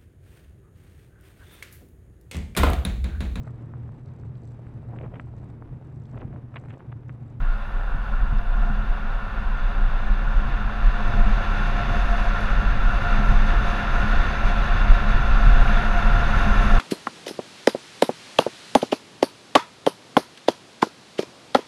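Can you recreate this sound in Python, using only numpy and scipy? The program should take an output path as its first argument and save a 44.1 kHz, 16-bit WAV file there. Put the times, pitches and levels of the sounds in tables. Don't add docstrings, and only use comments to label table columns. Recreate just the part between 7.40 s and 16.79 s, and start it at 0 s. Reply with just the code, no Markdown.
import sys
import numpy as np
from scipy import signal
from scipy.fft import rfft, irfft, next_fast_len
from scipy.io import wavfile
from scipy.ndimage import uniform_filter1d, map_coordinates

SR = 44100
rng = np.random.default_rng(int(sys.argv[2]) if len(sys.argv) > 2 else 0)


def wrap_up_sound(samples):
    columns = np.atleast_2d(samples).T
    tamed = np.clip(columns, -1, 1)
    steps = np.round(tamed * 32767).astype(np.int16)
    wavfile.write(sys.argv[1], SR, steps)


N = 414099
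CRUISE_DB = -32

# freq_hz, gain_db
ROLL_EQ = [(120, -3.5), (290, -8), (480, -6.5), (630, -6), (790, 1.5), (900, -2.5), (1230, -1.5),
           (1550, 0.5), (1800, -8), (2000, -20), (3000, -18.5), (6000, -76), (12000, -100)]
GRIT_EQ = [(1000, -51), (5000, 10.5), (6600, 8.5), (7800, -3), (9300, -4.5), (11200, 0), (13300, -12),
           (14500, -18)]
# pitch_hz, width_hz, boost_db
BODY_MODES = [(559.4, 60, 7), (770, 71, -4.5), (1054, 245, 4), (1339, 77, 4), (1414, 183, 4),
              (1768, 79, 2.5), (2740, 276, 5.5), (3508, 246, 7), (3880, 200, 3.5), (4370, 130, 2.5),
              (4550, 170, 2), (6140, 130, 9.5), (8750, 460, 6), (9800, 650, 6.5)]
# pitch_hz, width_hz, boost_db
AXLE_MODES = [(701, 16.5, 43)]
WHEEL_RING_MODES = [(1429, 92, 23)]
WHEEL_SING_MODES = [(1353.5, 45, 27)]
# middle_s, length_s, grit_boost_db, axle_boost_db, ring_boost_db
ROUGH_PATCHES = [(0.78, 0.25, -2, -3, 0), (1.016, 0.25, -9, 5.5, -12), (1.274, 0.45, 8, 7, 2),
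                 (2.15, 0.8, 3, -1, 4.5), (2.9, 0.56, 5, -5, -4), (3.8, 0.5, -0.5, 6, -8),
                 (4.2, 0.33, 3.5, 0, 5), (4.397, 0.11, 1.5, 13.5, -4), (4.555, 0.25, 4.5, 7, -15),
                 (4.76, 0.4, 4.5, 10, -16), (5.025, 0.25, 6, -1, 5), (5.5, 0.19, 1.5, 3, 11),
                 (5.705, 0.29, 2, 6, 9), (5.873, 0.32, 4, 2, -7), (6.283, 0.34, 4, 2.5, -2),
                 (6.65, 0.36, 2.8, 1.5, 9), (7.08, 0.15, 4.5, 7, 0), (7.702, 0.11, 4, 7, -3),
                 (8.295, 1, 2.5, 5.5, 5.5), (8.604, 0.15, 1, 7.5, -10), (8.765, 0.098, -1, 12, 5),
                 (8.98, 0.3, 2.5, -1, 4), (9.287, 0.25, 2.5, -1.5, -8)]


def wheels(roll_db):
    hits_per_s = 12000 * amp((roll_db - roll_db.max()) / 2)
    drumming = contacts(hits_per_s, scatter_db=0.5)
    roll = coloured(drumming, ROLL_EQ, BODY_MODES)
    grit = coloured(contacts(hits_per_s, scatter_db=2.5), GRIT_EQ, BODY_MODES)
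    axle_eq = [(300, -84), (620, 5), (790, -10), (1600, -98)]
    ring_eq = [(700, -59), (1250, 5), (1600, -3), (3000, -59)]
    sing_eq = [(800, -60), (1280, -4), (1440, 1), (2400, -60)]
    axle = coloured(drumming, axle_eq, AXLE_MODES)
    ring = coloured(contacts(hits_per_s, scatter_db=3), ring_eq, WHEEL_RING_MODES)
    sing = coloured(contacts(hits_per_s, scatter_db=0.5), sing_eq, WHEEL_SING_MODES)

    pace_db = roll_db - CRUISE_DB
    coarse_s, crossfade_s = 3.6, 0.14
    coarse = np.clip((np.arange(N) / SR - coarse_s) / crossfade_s + 0.5, 0, 1)
    patches = np.array(ROUGH_PATCHES)
    rough_db, axle_boost_db, ring_boost_db = (swells(patches[:, [0, 1, col]]) for col in (2, 3, 4))
    texture = wobble(14)
    grit_db = -66 + 1.9 * pace_db + 5.5 * coarse + rough_db + 0.81 * texture + 0.79 * wobble(35)
    axle_db = -43.5 + 1.6 * pace_db + axle_boost_db + 1.8 * texture
    ring_db = -42.5 + 0.85 * pace_db + ring_boost_db + 0.53 * texture
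    sing_db = -40.5 + 2.2 * np.minimum(pace_db, 1.5)
    return (amp(roll_db + 0.15 * rough_db + 0.29 * texture) * roll
            + amp(grit_db) * grit
            + amp(axle_db) * levelled(axle, window_s=0.17)
            + amp(ring_db) * levelled(ring, window_s=0.19)
            + amp(sing_db) * levelled(sing, window_s=0.053))


# freq_hz, gain_db
SHAKE_EQ = [(8, -12), (20, -5), (32, 5.5), (42, -4), (50, -10.5), (64, -31), (120, -75), (400, -140)]
RUMBLE_EQ = [(35, -30), (62, 5), (80, -1), (105, 0.5), (142, -2.5), (172, -10.5), (240, -11.5),
             (290, -19.5), (450, -21.5), (900, -57), (3000, -120)]
# pitch_hz, width_hz, boost_db
FRAME_MODES = [(90.6, 12, 4)]
MOUNT_MODES = [(211.1, 17.3, 30)]
# middle_s, length_s, bounce_change_db
DIPS_AND_CRESTS = [(0.09, 0.26, 8.5), (0.19, 0.06, -4), (0.29, 0.1, -5), (0.66, 0.071, -8), (0.83, 0.51, 5),
                   (1.22, 0.75, 6), (1.07, 0.063, -5.5), (1.42, 0.08, -7), (1.5, 0.11, 6.5),
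                   (1.86, 0.38, -5), (2.24, 0.11, 11), (2.46, 0.25, 8), (2.69, 0.22, 8), (2.96, 0.25, 5),
                   (3.32, 0.25, -6), (3.47, 0.16, 9.5), (3.88, 0.33, 6), (4.55, 0.71, -2), (5.35, 0.96, 2),
                   (5.97, 0.26, 6), (6.39, 0.36, -6.5), (6.94, 0.28, -8), (7.08, 0.1, 4), (7.73, 0.1, 9),
                   (8.1, 0.95, 7), (8.45, 0.16, -1.5), (9.37, 0.079, 8)]


def board(roll_db):
    pace_db = roll_db - CRUISE_DB
    rough_db = swells(row[:3] for row in ROUGH_PATCHES)
    bounce_db = swells(DIPS_AND_CRESTS)
    shake_db = -18 + 0.7 * pace_db + bounce_db + 2 * wobble(11)
    shake_db = np.minimum(shake_db, -9.5)
    rumble_db = -31.5 + 1.15 * pace_db + 0.14 * bounce_db + 1.8 * wobble(10)
    hum_db = -38.5 + 1.28 * pace_db + 0.75 * rough_db + 1.15 * wobble(9)
    hum_eq = [(100, -59), (185, 5.5), (235, -0.5), (400, -61)]
    shake = levelled(coloured(rng.standard_normal(N), SHAKE_EQ), window_s=0.1065)
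    rumble = levelled(coloured(rng.standard_normal(N), RUMBLE_EQ, FRAME_MODES), window_s=0.12)
    hum = levelled(coloured(rng.standard_normal(N), hum_eq, MOUNT_MODES), window_s=0.28)
    return amp(shake_db) * shake + amp(rumble_db) * rumble + amp(hum_db) * hum


# start_s, level_db, mount_boost_db
ROAD_BUMPS = [(0.02, -16.5, -5), (0.545, -18, -3), (0.83, -20, 1), (0.926, -10, -2), (1.298, -12.5, 3.5),
              (1.385, -20, 0), (1.47, -23, -3), (2.695, -23, 5), (2.82, -23.5, 8.5), (3.085, -18.5, 0.5),
              (3.2, -22, 5.5), (3.425, -19, -4), (3.738, -16.5, 5.5), (3.861, -18, 11.5), (4.186, -21, 7),
              (4.505, -24, 4), (5.219, -14, 2.5), (5.49, -17, 5), (5.66, -12, -4), (5.79, -14.5, 8.5),
              (5.915, -8, -3.5), (6.618, -19.5, 3.5), (6.77, -17, -6), (7.05, -18, 3), (7.351, -22, 6),
              (7.5, -18, -4), (7.608, -15, -5), (7.71, -17, 6), (7.797, -9.5, -3), (8.07, -7.5, -2),
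              (8.597, -18, 6), (8.959, -14, 6), (9.062, -16, 9), (9.297, -18, -2)]
# pitch_hz, gain_db, t60_s
THUD_MODES = [(55, -31, 0.027), (90.4, -6, 0.084), (125.7, -6.5, 0.094)]
MOUNT_TAIL = (205, -14.5, 0.31)


def bumps():
    out, t = np.zeros(N + SR), np.arange(SR // 3) / SR
    attack = 1 - np.exp(-t / 0.0032)

    def ring(pitch_hz, gain_db, t60_s):
        return amp(gain_db + rng.normal(0, 1.6) - 60 * t / t60_s) * np.sin(2 * np.pi * pitch_hz * t)

    for start_s, level_db, mount_boost_db in ROAD_BUMPS:
        thud = sum(ring(*mode) for mode in THUD_MODES)
        tail = amp(mount_boost_db) * ring(*MOUNT_TAIL)
        out[round(start_s * SR):][:len(t)] += amp(level_db) * (thud + tail) * attack
    return out[:N]


# start_s, level_db
HARD_JOLTS = [(5.885, -3), (5.954, -5.5), (6.19, -7.5), (6.754, -6.5), (7.49, -4)]


def jolts():
    out, t = np.zeros(N + SR), np.arange(SR // 4) / SR
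    bounce_hz, rise_s = 27.8, 0.024
    envelope = (t / rise_s) ** 2 * np.exp(2 * (1 - t / rise_s))
    swing = envelope * np.sin(2 * np.pi * bounce_hz * t)
    for start_s, level_db in HARD_JOLTS:
        out[round(start_s * SR):][:len(t)] += amp(level_db) * swing
    return out[:N]


# freq_hz, gain_db
AIR_EQ = [(20, -40), (150, 10.5), (300, 1.5), (700, -3), (1100, -2.5), (1750, 6.5), (2000, 0), (2200, 0.5),
          (2650, -3), (3100, -10), (3700, -8), (4150, -14.5), (5000, -17.5), (5850, -25.5), (6600, -26),
          (7600, -36), (14000, -64)]


def airstream(air_db):
    rush = coloured(rng.standard_normal(N), AIR_EQ, BODY_MODES)
    flutter_db = 0.75 * wobble(22)
    return amp(air_db + 6.5 + flutter_db) * rush


# start_s, peak_db, low_cut_hz, high_cut_hz
LOOSE_STONES = [(0.985, -40, 3200, 5200), (8.278, -22.5, 2150, 2850)]


def stones():
    out, t = np.zeros(N + SR), np.arange(SR // 20) / SR
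    t60_s = 0.016
    for start_s, peak_db, low_cut_hz, high_cut_hz in LOOSE_STONES:
        band = signal.butter(3, [low_cut_hz, high_cut_hz], "bandpass", fs=SR, output="sos")
        knock = signal.sosfilt(band, rng.standard_normal(len(t)) * amp(-60 * t / t60_s))
        out[round(start_s * SR):][:len(t)] += amp(peak_db) * knock / np.abs(knock).max()
    return out[:N]


# middle_s, peak_db, length_s
METAL_CHIRPS = [(7.513, -66, 0.035), (7.55, -63, 0.035)]


def chirps(pitch_hz=12600):
    t = np.arange(N) / SR
    envelope = swells((middle_s, length_s, amp(peak_db)) for middle_s, peak_db, length_s in METAL_CHIRPS)
    return envelope * np.sin(2 * np.pi * pitch_hz * t + 0.5 * wobble(250))


# pitch_hz, rms_db
WHINE_TONES = [(10600, -82.5), (10643, -92), (10691, -81.5), (13189, -98)]
# freq_hz, gain_db
HISS_EQ = [(1000, 1.5), (10500, -3.5), (13500, -2), (14500, -23)]


def electronics():
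    t = np.arange(N) / SR
    whine = sum(amp(rms_db) * np.sqrt(2) * np.sin(2 * np.pi * (pitch_hz * t + rng.random()))
                for pitch_hz, rms_db in WHINE_TONES)
    hiss = amp(-72.5) * coloured(rng.standard_normal(N), HISS_EQ)
    return whine + hiss


def contacts(hits_per_s, scatter_db):
    struck = rng.random(N) < hits_per_s / SR
    strength = rng.standard_normal(N) * amp(scatter_db * rng.standard_normal(N))
    return struck * strength / np.sqrt(hits_per_s)


def amp(db):
    return 10 ** (np.asarray(db) / 20)


def unit(x):
    return x / np.sqrt(np.mean(x ** 2) + 1e-20)


def curves(rows):
    time_s, *columns = np.transpose(rows)
    return [np.interp(np.arange(N) / SR, time_s, column) for column in columns]


def swells(rows):
    t = np.arange(N) / SR
    return sum(height * np.cos(np.pi * np.clip((t - middle_s) / length_s, -0.5, 0.5)) ** 2
               for middle_s, length_s, height in rows)


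def wobble(knots_per_s):
    knots = rng.standard_normal(int(N * knots_per_s / SR) + 4)
    return map_coordinates(knots, [np.arange(N) * knots_per_s / SR])


def filtered(x, response):
    size = next_fast_len(N + SR // 2)
    return irfft(rfft(x, size) * response(np.fft.rfftfreq(size, 1 / SR)), size)[:N]


def coloured(x, eq, modes=()):
    freq_hz, gain_db = np.transpose(eq)

    def response(hz):
        broad = amp(np.interp(np.log(hz + 1), np.log(freq_hz), gain_db))
        peaks = sum(amp(boost_db) ** 2 / (1 + (2 * (hz - pitch_hz) / width_hz) ** 2) ** 2
                    for pitch_hz, width_hz, boost_db in modes)
        return broad * np.sqrt(1 + peaks)

    return unit(filtered(x, response))


def levelled(x, window_s):
    power = np.abs(uniform_filter1d(x ** 2, max(int(window_s * SR), 1)))
    return unit(x / np.sqrt(power + 1e-3))


# time_s, roll_db, air_db
SPEED_FADERS = [(0, -41, -53), (1, -38.5, -52), (2.2, -38, -48.5), (3.45, -34.5, -45.5), (3.7, -33, -42.5),
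                (4.3, -33.5, -40.5), (4.9, -32.5, -39.5), (5.35, -33, -41), (6.1, -31.5, -39),
                (6.6, -31.5, -38), (7.7, -31.5, -39), (8.2, -30.5, -38), (9.37, -28, -36.5)]


def scene():
    roll_db, air_db = curves(SPEED_FADERS)
    ride = wheels(roll_db) + airstream(air_db) + board(roll_db)
    hits = bumps() + jolts() + stones()
    return (ride + hits + chirps() + electronics())[None]


def record(dry):
    top_hz, fade_s = 15200, 0.004
    samples_from_edge = np.minimum(np.arange(N), np.arange(N)[::-1])
    fades = np.minimum(samples_from_edge / (fade_s * SR), 1)
    return np.array([filtered(x * fades, lambda hz: hz < top_hz) for x in dry])


dry = scene()
out = record(dry)
wrap_up_sound(out)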